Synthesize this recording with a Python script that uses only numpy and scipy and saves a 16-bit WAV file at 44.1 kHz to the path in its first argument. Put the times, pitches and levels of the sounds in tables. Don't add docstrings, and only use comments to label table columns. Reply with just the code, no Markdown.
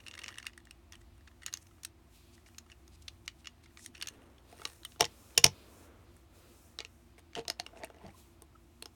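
import sys
import numpy as np
from scipy import signal
from scipy.fft import rfft, irfft, next_fast_len
from scipy.io import wavfile
from scipy.ndimage import uniform_filter1d

SR = 44100
rng = np.random.default_rng(int(sys.argv[2]) if len(sys.argv) > 2 else 0)


def to_linear_factor(level_db):
    exponent = np.asarray(level_db, float) / 20
    return 10 ** exponent


def generate_wav(sig):
    pcm = np.round(np.clip(np.atleast_2d(sig).T, -1, 1) * 32767).astype(np.int16)
    wavfile.write(sys.argv[1], SR, pcm)


N = 394694


def rms_one(x):
    return x / np.sqrt(np.mean(x ** 2) + 1e-20)


def peak_one(x):
    return x / np.max(np.abs(x))


def filtered(x, order, hz, kind):
    return signal.sosfilt(signal.butter(order, hz, kind, fs=SR, output="sos"), x)


def in_time(rows):
    s, *columns = np.transpose(rows)
    return [np.interp(np.arange(N) / SR, s, c) for c in columns]


def gated(spans, fade_db):
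    out, edge_s = np.zeros(N), .015
    for start, top, end, db in spans:
        first = max(round((start - edge_s) * SR), 0)
        last = min(round((end + edge_s) * SR), N)
        during = np.arange(first, last)
        times_s = [start - edge_s, start, top, end, end + edge_s]
        levels_db = [-130, db - fade_db[0], db, db - fade_db[1], -130]
        out[during] += to_linear_factor(np.interp(during / SR, times_s, levels_db))
    return out


def drift(rate_hz):
    r = np.exp(-80 * np.pi * rate_hz / SR)
    slow = signal.lfilter([1], [1, -2 * r, r * r], rng.standard_normal(N // 40 + 2002))[2000:]
    return np.interp(np.arange(N) / 40, np.arange(len(slow)), rms_one(slow))


def coloured(spectrum, patchy_db):
    size = next_fast_len(N)
    hz = np.fft.rfftfreq(size, 1 / SR) + 1
    points = np.array(spectrum)
    level_db = np.interp(np.log(hz), np.log(points[:, 0]), points[:, 1], -90, -90)
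    shaped = rfft(rng.standard_normal(size)) * to_linear_factor(level_db)
    register = np.floor(np.log2(hz / 20) / 2)
    out = 0
    for k in range(5):
        out = out + irfft(shaped * (register == k), size)[:N] * to_linear_factor(patchy_db * drift(2.8))
    return rms_one(out)


def slips(per_s, spread_db):
    size = to_linear_factor(spread_db * np.minimum(rng.exponential(1, N), 4))
    return size * rng.choice([-1, 1], N) * (rng.random(N) < per_s / SR)


def ring(x, hz, t60_s):
    r, w = to_linear_factor(-60 / (t60_s * SR)), 2 * np.pi * hz / SR
    return signal.lfilter([0, np.sin(w)], [1, -2 * r * np.cos(w), r * r], x + 1e-18)


def body(x, modes, scatter, near_hz=None, bend_share=.018):
    out = 0
    for (hz, db, t60_s), (spread, bend) in zip(modes, scatter):
        far_db = -5.5 * abs(np.log2(hz / near_hz)) if near_hz else 0
        mode = peak_one(ring(x, hz * (1 + bend_share * bend), t60_s))
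        out = out + to_linear_factor(db + far_db + 1.8 * spread) * mode
    return peak_one(out)


# f/Hz, level/dB, t60/s
CASE_MODES = [(340, -19, 0.018), (455.3, 0, 0.06), (464, 3, 0.081), (574, 1, 0.027), (697, 11, 0.034),
              (857, 5, 0.08), (1040.6, -2.5, 0.078)]


def clicks(events, modes, edges, own_db, swell, after_db, cut_hz, own_t60_s, reach):
    out, t = np.zeros(N + 4096), np.arange(4096) / SR
    for s, peak_db, hz, crisp_db, contact_ms, *thump_db in events:
        chance, scatter = rng.standard_normal((2, len(t))), rng.standard_normal((3, 8, 2))
        spell = t / (max(contact_ms, .1) / 1000)
        force = peak_one(spell ** swell * np.exp(-2.5 * spell))
        shiver = np.minimum(spell, 1) * np.exp(-t / .009) * chance[1] ** 2
        chatter = (chance[0] * (force + to_linear_factor(after_db) * shiver))[:2048]
        snap = (chance[0] * force)[:2048]

        own = peak_one(ring(snap, hz, own_t60_s))
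        bright = body(chatter, modes, scatter[1], hz) + to_linear_factor(own_db) * own
        blunt = signal.butter(2, min(reach * hz, .45 * SR), fs=SR)
        bright = peak_one(signal.lfilter(*blunt, bright))
        dull = hz < 3200 and peak_db < -24 and not thump_db
        crisp = body(snap, edges[:2] if dull else edges, scatter[2])
        bright = bright + to_linear_factor(crisp_db - 3.0) * crisp

        at = max(round((s - .00018 * swell * contact_ms) * SR), 0)
        out[at:at + len(bright)] += to_linear_factor(peak_db - 4.0) * filtered(bright, 5, cut_hz, "high")
        for db in thump_db:
            thump = body(force * np.abs(chance[0]), CASE_MODES, scatter[0], bend_share=.02)
            out[at:at + len(t)] += to_linear_factor(peak_db + db + 0.5) * filtered(thump, 6, 330, "high")
    return out[:N]


# f/Hz, level/dB, t60/s
SHELL_MODES = [(1320, -3, 0.0094), (1940, -7.5, 0.032), (2200, -8.5, 0.03), (2876, -8.5, 0.056),
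               (3620, 7.5, 0.0022), (4438, 3.5, 0.005), (5508, 10, 0.0036), (6420, 4, 0.0068)]
# f/Hz, level/dB, t60/s
EDGE_MODES = [(8670, 8.5, 0.0056), (8930, 12, 0.0017), (11000, -2.5, 0.01), (11200, -6.5, 0.009),
              (15000, -10, .002)]
# t/s, peak/dB, contact/ms
UPPER_TICKS = [(.0014, -41.5, 4.7), (0.064, -30.5, 1.65), (0.0707, -33, 2.9), (0.112, -31, 0.7),
               (0.1395, -30.5, .6), (0.217, -33, 0.95), (0.241, -25.5, 1.3), (.261, -28, 1.3),
               (0.281, -24, 1.4), (.3422, -35.5, 0.37), (0.4272, -33.5, 1.84), (0.454, -35, 1.1),
               (.533, -42, 2), (1.5517, -36, 1.5), (2.717, -34.5, 1.6), (3.2784, -19, 1.07),
               (3.2874, -58, 2.2), (3.4453, -39.5, 2.9), (3.456, -35.5, 2), (3.4708, -25, 1.76),
               (3.9493, -35, 4.9), (3.9674, -43, 3.5), (3.9796, -40, 1.05), (4.029, -26, 0.96),
               (4.0594, -34, 0.72), (4.082, -30, 3)]
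# t/s, peak/dB, contact/ms
LOWER_TICKS = [(0.1777, -31.5, 1.9), (0.289, -27, 0.52), (.3044, -39, 1.5), (.3254, -37.5, 1.2),
               (0.356, -37, 1.6), (0.3748, -35, 0.95), (0.3992, -36, 2), (.482, -41, 1.46),
               (.4954, -47, 1.5), (0.671, -40.5, 0.41), (1.208, -51, 1.7), (1.274, -42, 4.2),
               (1.3128, -50, 3.5), (1.421, -42, 2.8), (1.479, -32.5, 3.8), (2.379, -47, 1.4)]
# t/s, peak/dB, loudest f/Hz, contact/ms
PANEL_KNOCKS = [(.444, -35, 1210, 0.5), (0.9226, -33.5, 6000, 1.17), (1.4624, -17.5, 6850, 1.48),
                (1.5384, -15, 6400, 0.9), (1.572, -31, 6400, 1.34), (1.711, -47.5, 1340, 1.05),
                (1.783, -51, 1410, 0.72), (2.4613, -44, 2350, 3.5), (2.5465, -44, 2520, 0.9),
                (2.583, -28, 6640, 2.7), (2.663, -44.5, 1210, 2.7), (2.6997, -40.5, 2230, 0.8),
                (3.0807, -25, 4180, 3.1), (3.6584, -43, 2200, 2.64), (3.7728, -32, 2370, 0.6),
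                (3.861, -26.5, 8940, 1.65), (4.013, -21, 3620, 1.37), (4.072, -22.5, 6400, 1.47),
                (4.346, -53, 1350, 0.95), (4.3815, -46, 3400, 1.5)]
# t/s, peak/dB, loudest f/Hz
SNAPS = [(.082, -27, 2830), (0.1517, -35, 2830), (0.19, -30, 3000), (0.236, -32, 2850), (.383, -25, 2920),
         (0.4666, -20.5, 2800), (0.5768, -33, 1880), (0.602, -49, 1840), (0.6528, -46, 7560),
         (0.709, -32.5, 2830), (0.9536, -40.5, 3100), (1.0134, -50, 1910), (1.1796, -50, 1230),
         (1.432, -36.5, 1940), (1.5274, -30, 4250), (1.6683, -48.5, 6200), (1.8333, -32, 6900),
         (1.8487, -21.5, 8170), (2.8777, -43, 6230), (3.022, -47.5, 7550), (3.26, -48, 6200),
         (3.6378, -48, 2460), (3.7925, -42, 2000), (3.8467, -42, 6250), (4.002, -46, 2820),
         (4.0236, -20.5, 4530), (4.0855, -26, 6400)]
# t/s, peak/dB, loudest f/Hz, rel thump/dB
DESK_KNOCKS = [(4.526, -43, 2580, 0), (4.5964, -33.5, 1220, -10), (4.833, -37, 4030, -27),
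               (4.9207, -38.5, 3620, -30), (6.7881, -20, 3970, -19.5), (6.804, -21.5, 2350, -14),
               (6.8487, -26, 2820, -19), (7.333, -41.5, 2250, -24), (7.3521, -22.5, 3140, -26),
               (7.3772, -33, 3100, -9), (7.3932, -28, 3100, -8), (7.452, -38, 2780, -9),
               (7.481, -15.5, 5300, -24), (7.7727, -41.5, 2730, -1), (7.835, -26, 2030, -12),
               (7.9012, -40.5, 1485, 0), (7.9447, -45, 1930, -0.5)]
# t/s, peak/dB, loudest f/Hz, rel crispness/dB, rel thump/dB
DESK_SNAPS = [(4.6169, -32, 1230, -9, -6), (4.6524, -15, 3900, -8.5, -16), (4.8497, -26.5, 3560, 4.3, -39),
              (4.9604, -41.5, 1410, -20, -8), (6.1653, -50.5, 1980, 7, -12),
              (7.1806, -42.5, 2280, -8.5, -0.5), (7.4999, -11.5, 5400, -13, -16),
              (7.5983, -17, 4600, -6.5, -24), (7.664, -27, 2830, -9, -12), (7.845, -32.5, 2700, 5, -12),
              (7.9623, -54, 6450, -14.5, -5), (8.0641, -43, 4570, -10, -12), (8.1414, -60, 1230, 3, -3),
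              (8.4206, -49.5, 8000, 15, 11), (8.5567, -50, 1320, -14.5, -9), (8.8239, -25, 4200, 3, -12),
              (8.8572, -27.5, 5260, -11.5, -7.5)]
UPPER_HZ, LOWER_HZ = 2850, 1830
TICK_CRISP_DB, KNOCK_CRISP_DB, SNAP_CRISP_DB = -12, -13.5, -3.5
SNAP_CONTACT_MS, DESK_KNOCK_MS, DESK_SNAP_MS = 2.1, 0.8, 1.6


def figure_clicks():
    events = [(s, db, UPPER_HZ, TICK_CRISP_DB, ms) for s, db, ms in UPPER_TICKS]
    events += [(s, db, LOWER_HZ, TICK_CRISP_DB, ms) for s, db, ms in LOWER_TICKS]
    events += [(s, db, hz, KNOCK_CRISP_DB, ms) for s, db, hz, ms in PANEL_KNOCKS]
    events += [(s, db, hz, SNAP_CRISP_DB, SNAP_CONTACT_MS) for s, db, hz in SNAPS]
    events += [(s, db, hz, KNOCK_CRISP_DB, DESK_KNOCK_MS, thump) for s, db, hz, thump in DESK_KNOCKS]
    events += [(s, db, hz, crisp, DESK_SNAP_MS, thump) for s, db, hz, crisp, thump in DESK_SNAPS]
    return clicks(sorted(events), SHELL_MODES, EDGE_MODES[:4], own_db=-3.5, swell=2.2, after_db=-19.0,
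                  cut_hz=1230, own_t60_s=0.0087, reach=2.8)


# t/s, peak/dB, loudest f/Hz
GRIT = [(.0374, -51, 2770), (0.1347, -45, 3010), (0.1952, -39, 2770), (.2214, -44, 2780),
        (.3684, -47, 2800), (0.4615, -39, 1900), (.9318, -43, 3250), (.9444, -52, 3280),
        (1.2824, -50, 2500), (2.7244, -48, 2690), (7.1864, -49, 2270), (7.3614, -31.5, 3080),
        (7.367, -38, 3090), (7.3854, -38, 3110), (7.4024, -43, 3100), (7.5114, -46, 5200),
        (7.7594, -50, 1550), (7.8524, -46, 2720), (7.8714, -49, 1900), (7.8814, -54, 2000),
        (7.9663, -55, 1900), (7.984, -55, 2800), (8.0294, -58, 1840), (8.0544, -52, 2000),
        (8.0824, -50, 3000), (8.0914, -49, 2040), (8.1034, -53.5, 2270), (7.477, -46, 3400),
        (7.5925, -42, 2600), (1.456, -47, 2900), (7.732, -56, 1500), (7.689, -50, 1150)]
GRIT_MS, GRIT_GAIN_DB = 1.5, 3


def grit_clicks():
    events = [(s, db + GRIT_GAIN_DB, hz, KNOCK_CRISP_DB, GRIT_MS) for s, db, hz in GRIT]
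    return clicks(events, SHELL_MODES, EDGE_MODES[:4], own_db=0.0, swell=1.2, after_db=-13,
                  cut_hz=1000, own_t60_s=0.011, reach=2.2)


# f/Hz, level/dB, t60/s
PART_MODES = [(2052, -21.5, 0.01), (2421, -12.5, 0.011), (3100, -7.5, 0.0089), (3810, -3.5, 0.0024),
              (4950, -12.5, 0.0031), (5600, -5, 0.0041), (5900, -2.5, 0.0041), (6400, -13.5, 0.0048)]
# t/s, peak/dB, loudest f/Hz, rel crispness/dB, rel thump/dB
DROPS = [(4.9954, -34, 4240, -18, 1), (5.001, -25.5, 4160, -24, 5.5), (5.0071, -3.5, 5430, -8.5, -5.5),
         (5.02, -16.5, 4100, -36.5, -4), (5.0262, -19.5, 2400, -13, 3), (5.0423, -18, 3100, -33, -47),
         (5.0514, -21.5, 5410, -23, -14.5), (5.06, -30.5, 2030, -30, -7), (5.3771, -1.5, 5440, -8, -15.5),
         (5.3825, -15, 2760, -27, -13), (5.442, 5, 5720, -8.5, -15), (5.4536, -16, 5600, -22, 3),
         (5.4632, -10, 5440, -24.5, -8.5), (5.3758, -17, 3487, -9.5, -5.5),
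         (5.4392, -17, 3333, -11.5, -3.5)]
# t/s, peak/dB, loudest f/Hz, rel crispness/dB
FACES = [
    (5.3775, -7, 6700, -12),
    (5.378, -13, 10500, -6),
    (5.443, -12, 11000, -3),
    (5.0072, -10, 2800, -4),
    (5.306, -49, 2800, -20),
    (5.35, -49, 3600, -10),
]
DROP_CONTACT_MS = 1.89


def falling_part():
    drops = [(s, db, hz, crisp, DROP_CONTACT_MS, thump) for s, db, hz, crisp, thump in DROPS]
    bounces = clicks(drops, PART_MODES, EDGE_MODES, own_db=-6.0, swell=2.9, after_db=-23,
                     cut_hz=1800, own_t60_s=.006, reach=2.9)
    faces = [(*row, DROP_CONTACT_MS) for row in FACES]
    return bounces + clicks(faces, PART_MODES, EDGE_MODES, own_db=6.0, swell=2.9, after_db=-20,
                            cut_hz=1500, own_t60_s=.004, reach=2.1)


# start/s, fullest/s, end/s, level/dB
RATTLE = [(0.05, .3, .52, -62.5), (1.41, 1.45, 1.7, -58), (.92, .934, 0.98, -63), (2.465, 2.482, 2.56, -64),
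          (2.69, 2.72, 2.77, -63), (3.4, 3.49, 4.4, -75), (3.93, 3.974, 4.67, -62),
          (4.5, 4.67, 4.86, -52.5), (7.175, 7.19, 7.21, -53.5), (7.35, 7.38, 7.42, -55),
          (7.72, 7.88, 7.92, -77), (7.98, 8.07, 8.25, -63)]
# f/Hz, level/dB, t60/s
HOLLOWS = [(1910, 1.3, 0.018), (2838, 0.5, 0.0055)]
RATTLE_FADE_DB = (12, 26)


def rattle():
    starts = np.abs(slips(per_s=300, spread_db=3.0))
    ticks = signal.lfilter([1], [1, -.975], starts) * rng.standard_normal(N)
    hollow = rms_one(sum(to_linear_factor(db) * rms_one(ring(ticks, hz, t60_s)) for hz, db, t60_s in HOLLOWS))
    hard = SHELL_MODES[1:] + EDGE_MODES[:2]
    shell = rms_one(sum(to_linear_factor(db) * rms_one(ring(ticks, hz, .6 * t60_s)) for hz, db, t60_s in hard))
    turning, = in_time([(0, 0.79), (.6, 0.92), (1.6, 0.48), (4.1, 0.42), (4.4, 0.084)])
    return to_linear_factor(3.5) * gated(RATTLE, RATTLE_FADE_DB) * (turning * hollow + to_linear_factor(-9.5) * shell)


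# start/s, fullest/s, end/s, level/dB
DRAGS = [
    (7.35, 7.385, 7.44, -49.5),
    (7.68, 7.84, 7.82, -56),
    (7.95, 8.07, 8.14, -57),
]
DRAG_FADE_DB = (25, 28.5)


def drags():
    impacts = np.abs(slips(per_s=710, spread_db=-2.0))
    lumps = signal.lfilter([1], [1, -.99], impacts) * rng.standard_normal(N)
    case = rms_one(sum(to_linear_factor(db) * rms_one(ring(lumps, hz, 0.76 * t60_s)) for hz, db, t60_s in CASE_MODES))
    scuff = rms_one(filtered(lumps, 2, [800, 2200], "band"))
    moved = filtered(case + to_linear_factor(-8.5) * scuff, 4, 400, "high")
    return to_linear_factor(6.5) * gated(DRAGS, DRAG_FADE_DB) * moved


# t/s, f/Hz, peak/dB, build-up/s, t60/s
SHOVES = [(7.392, 458, -37, .022, 0.14), (7.378, 689, -41, 0.013, .1), (7.385, 899, -44.5, .016, .07),
          (7.385, 210, -52, .015, .08), (7.484, 680, -41.5, .003, .05), (7.6, 700, -41.5, .003, .04),
          (7.738, 668, -53, .005, .04), (7.766, 670, -51, .008, .06), (7.826, 668, -48, 0.0095, 0.038),
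          (7.843, 651, -38.5, 0.0074, .03), (7.842, 888, -47, 0.0089, .03), (7.903, 681, -49.5, .004, .04),
          (7.971, 668, -53.5, .004, 0.036), (8.016, 977, -58, .004, 0.042), (8.045, 428, -51.5, .008, .06),
          (8.055, 676, -50, .005, .04), (8.065, 665, -52, .004, .05), (8.055, 194, -53, .02, .08),
          (8.09, 200, -53, .015, .07), (8.09, 800, -55, .012, 0.064), (4.53, 700, -50, 0.00397, .05),
          (4.655, 1150, -40, 0.00308, 0.047), (4.19, 270, -57, .03, 0.16), (3.9, 250, -58, 0.018, .12),
          (7.6, 740, -44.5, 0.0035, .05), (7.455, 950, -51, .003, 0.045), (5.446, 1050, -27, .002, 0.043),
          (5.012, 395, -30, .003, 0.069)]


def shoves():
    out, t = np.zeros(N + 8192), np.arange(8192) / SR
    for s, hz, db, build_s, t60_s in SHOVES:
        phase = rng.uniform(0, 2 * np.pi)
        rough = rms_one(ring(rng.standard_normal(len(t)), hz, .012))
        since_top = t - 2 * build_s
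        rise, decay = np.exp(-(since_top / build_s) ** 2), to_linear_factor(-60 * since_top / t60_s)
        swell = np.where(since_top < 0, rise, decay)
        tone = np.sin(2 * np.pi * hz * t + phase)
        at = round((s - 2 * build_s) * SR)
        push = tone + .55 * rough * np.exp(-np.maximum(since_top, 0) / .015)
        out[at:at + len(t)] += to_linear_factor(db) * swell * push
    return out[:N]


# t/s, peak/dB
BOOMS = [
    (5.011, -41),
    (5.381, -43.5),
    (5.446, -31.5),
    (7.386, -55),
    (8.06, -52),
]
# f/Hz, level/dB, t60/s
DESK_TOP = [(65, -8.5, 0.16), (93.75, -3.5, .24), (138.3, 6, 0.13), (190, -4.5, 0.2)]


def booms():
    pushes = np.zeros(N)
    for s, db in BOOMS:
        pushes[round(s * SR)] = to_linear_factor(db)
    soft = np.convolve(pushes, np.hanning(160) / 80)[:N]
    shaken = sum(to_linear_factor(db) * ring(soft, hz, t60_s) for hz, db, t60_s in DESK_TOP)
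    return filtered(shaken, 4, 55, "high")


# t/s, f/Hz, peak/dB
SQUEAKS = [
    (4.856, 3100, -42),
    (5.371, 3152, -52),
    (8.15, 1115, -55.5),
    (8.557, 1290, -55),
]
SQUEAK_S = 0.006


def squeaks():
    t, waver = np.arange(N) / SR, np.cumsum(drift(38.6)) / SR
    out = 0
    for s, hz, db in SQUEAKS:
        burst = np.exp(-((t - s) / SQUEAK_S) ** 2)
        out = out + to_linear_factor(db) * burst * np.sin(2 * np.pi * hz * (t + 0.062 * waver))
    return out


# start/s, fullest/s, end/s, level/dB
RUB = [
    (0.0, .282, 0.44, -59.5),
    (3.99, 4.194, 4.6, -56),
    (4.45, 4.6, 5.1, -60.5),
    (5.02, 5.9, 6.24, -55.5),
    (6.3, 6.4, 7.02, -59),
    (7.45, 7.8, 8.56, -60),
]
# f/Hz, density/dB per Hz
CLOTH = [(88, -52.5), (150, -5.5), (282, 0.5), (617, -3), (748, -8.5), (1380, -8.5), (1590, -13.5),
         (4000, -24), (5200, -47), (8800, -120)]
# f/Hz, density/dB per Hz
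SKIN = [(1470, -17.5), (2500, 4), (2760, -2), (4040, -5), (4570, -8), (9300, -9), (16600, -14.5),
        (17600, -9.5), (18000, -31.5)]
# start/s, end/s, first level/dB, last level/dB, brightest f/Hz
STROKES = [
    (2.158, 2.37, -62, -75, 7600),
    (4.49, 4.946, -65, -70.5, 8050),
    (5.05, 5.43, -63.5, -61, 7780),
    (5.49, 5.849, -63.5, -62.5, 8065),
    (6.357, 6.773, -65, -71, 10040),
    (6.957, 7.115, -90, -80, 9100),
    (8.186, 8.35, -61.5, -78, 9970),
]
# start/s, fullest/s, end/s, level/dB
BRUSHES = [(1.01, 1.02, 1.01, -67), (1.615, 1.63, 1.62, -65.5), (2.33, 2.355, 2.35, -64),
           (2.47, 2.485, 2.48, -66), (2.695, 2.715, 2.68, -70), (2.92, 2.96, 2.95, -68),
           (3.02, 3.03, 3.03, -67), (3.255, 3.265, 3.25, -66), (3.39, 3.41, 3.4, -70),
           (3.632, 3.645, 3.65, -63.5), (3.78, 3.797, 3.89, -66), (3.825, 3.845, 3.88, -64),
           (7.355, 7.385, 7.415, -57.5), (7.765, 7.79, 7.805, -67), (7.84, 7.85, 7.86, -58),
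           (7.895, 7.903, 7.86, -64), (7.955, 7.97, 7.87, -68), (8.03, 8.065, 8.01, -62.5)]
RUB_FADE_DB, BRUSH_FADE_DB = (6.5, 15.5), (7.5, 9.5)
BRUSH_LOW_HZ, BRUSH_HIGH_HZ = 4200, 11000


def rubbing():
    out = to_linear_factor(-5.5) * gated(RUB, RUB_FADE_DB) * coloured(CLOTH, patchy_db=0.15)
    skin = coloured(SKIN, patchy_db=2.5)
    for start, end, first_db, last_db, hz in STROKES:
        level_db, = in_time([(start - .08, -90), (start, first_db), (end, last_db), (end + 0.076, -90)])
        stroke = filtered(skin, 2, [hz / 2.1, min(hz * 2.2, .45 * SR)], "band")
        out = out + to_linear_factor(level_db) * stroke
    fingertips = rms_one(filtered(skin, 2, [BRUSH_LOW_HZ, BRUSH_HIGH_HZ], "band"))
    return out + gated(BRUSHES, BRUSH_FADE_DB) * fingertips


# t/s, rise/dB
SURGES = [
    (1.1, 5),
    (3.05, 5.5),
    (6.03, 3),
]
RUMBLE_DB, SURGE_S = -58.5, 0.23


def rumble_db():
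    t = np.arange(N) / SR
    return RUMBLE_DB + sum(db * np.exp(-((t - s) / SURGE_S) ** 2) for s, db in SURGES)


# f/Hz, density/dB per Hz
ROOM_TONE = [(68, -34.5), (115, 1.5), (187, -8.5), (339, -0.5), (430, -14), (699, -12), (1000, -12),
             (1210, -13.5), (1570, -17.5), (2290, -18), (11800, -36.5), (16500, -32), (18400, -54.5)]
# f/Hz, density/dB per Hz
RUMBLE = [(13, -54), (22, -25.5), (41, -16.5), (59, 3), (84, 1), (120, -11.5), (160, -43.5), (260, -120)]
# f/Hz, width/Hz, level/dB
FAN = [(172, 12, -79), (237.1, 9, -73), (338.7, 8, -72.5), (683, 38, -81)]
ROOM_TONE_DB = -72


def hum():
    white = rng.standard_normal(N)
    whirr = 0
    for hz, width_hz, db in FAN:
        t60_s = np.log(1000) / np.pi / width_hz
        whirr = whirr + to_linear_factor(db) * rms_one(ring(white, hz, t60_s))
    steady = coloured(ROOM_TONE, patchy_db=.3)
    rumble = coloured(RUMBLE, patchy_db=0)
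    power = uniform_filter1d(uniform_filter1d(rumble ** 2, size=1500), size=1500)
    even = rms_one(rumble / np.sqrt(power + .02) ** .85)
    return to_linear_factor(ROOM_TONE_DB + 4.0) * steady + to_linear_factor(rumble_db() - 4.5) * even + whirr


ROOM_T60_S, WALL_CUT_HZ, ROOM_DB = .135, 7500, -22


def room(x):
    size = next_fast_len(N + SR)
    w = 2 * np.pi * np.fft.rfftfreq(size)
    dull = 1 / (1 + 1j * w * SR / (2 * np.pi * WALL_CUT_HZ))
    answer = 0
    for k, lag_s in enumerate(rng.uniform(0.0068, 0.024, size=10)):
        once = to_linear_factor(-60 * lag_s / ROOM_T60_S) * dull * np.exp(-1j * w * lag_s * SR)
        answer = answer + (-1) ** k * once / (1 - once)
    return irfft(rfft(x, size) * answer, size)[:N]


def scene():
    near = figure_clicks() + grit_clicks() + falling_part()
    near = near + rattle() + drags() + shoves() + booms()
    around = squeaks() + rubbing() + hum()
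    return (near + to_linear_factor(ROOM_DB) * room(near) + around)[None, :]


def low_pass(x):
    return signal.sosfilt(signal.butter(12, 18510, fs=SR, output="sos"), x)


# f/Hz, width/Hz, depth/0-1
MIC_DIPS = [(4560, 230, 0.01), (8256, 520, 0), (10500, 360, 0.5)]


def record(dry):
    heard = filtered(dry, 12, 17500, "low")
    for hz, width_hz, depth in MIC_DIPS:
        heard = heard - depth * signal.lfilter(*signal.iirpeak(hz, hz / width_hz, fs=SR), heard)
    return low_pass(heard)


dry = scene()
out = record(dry)
generate_wav(out)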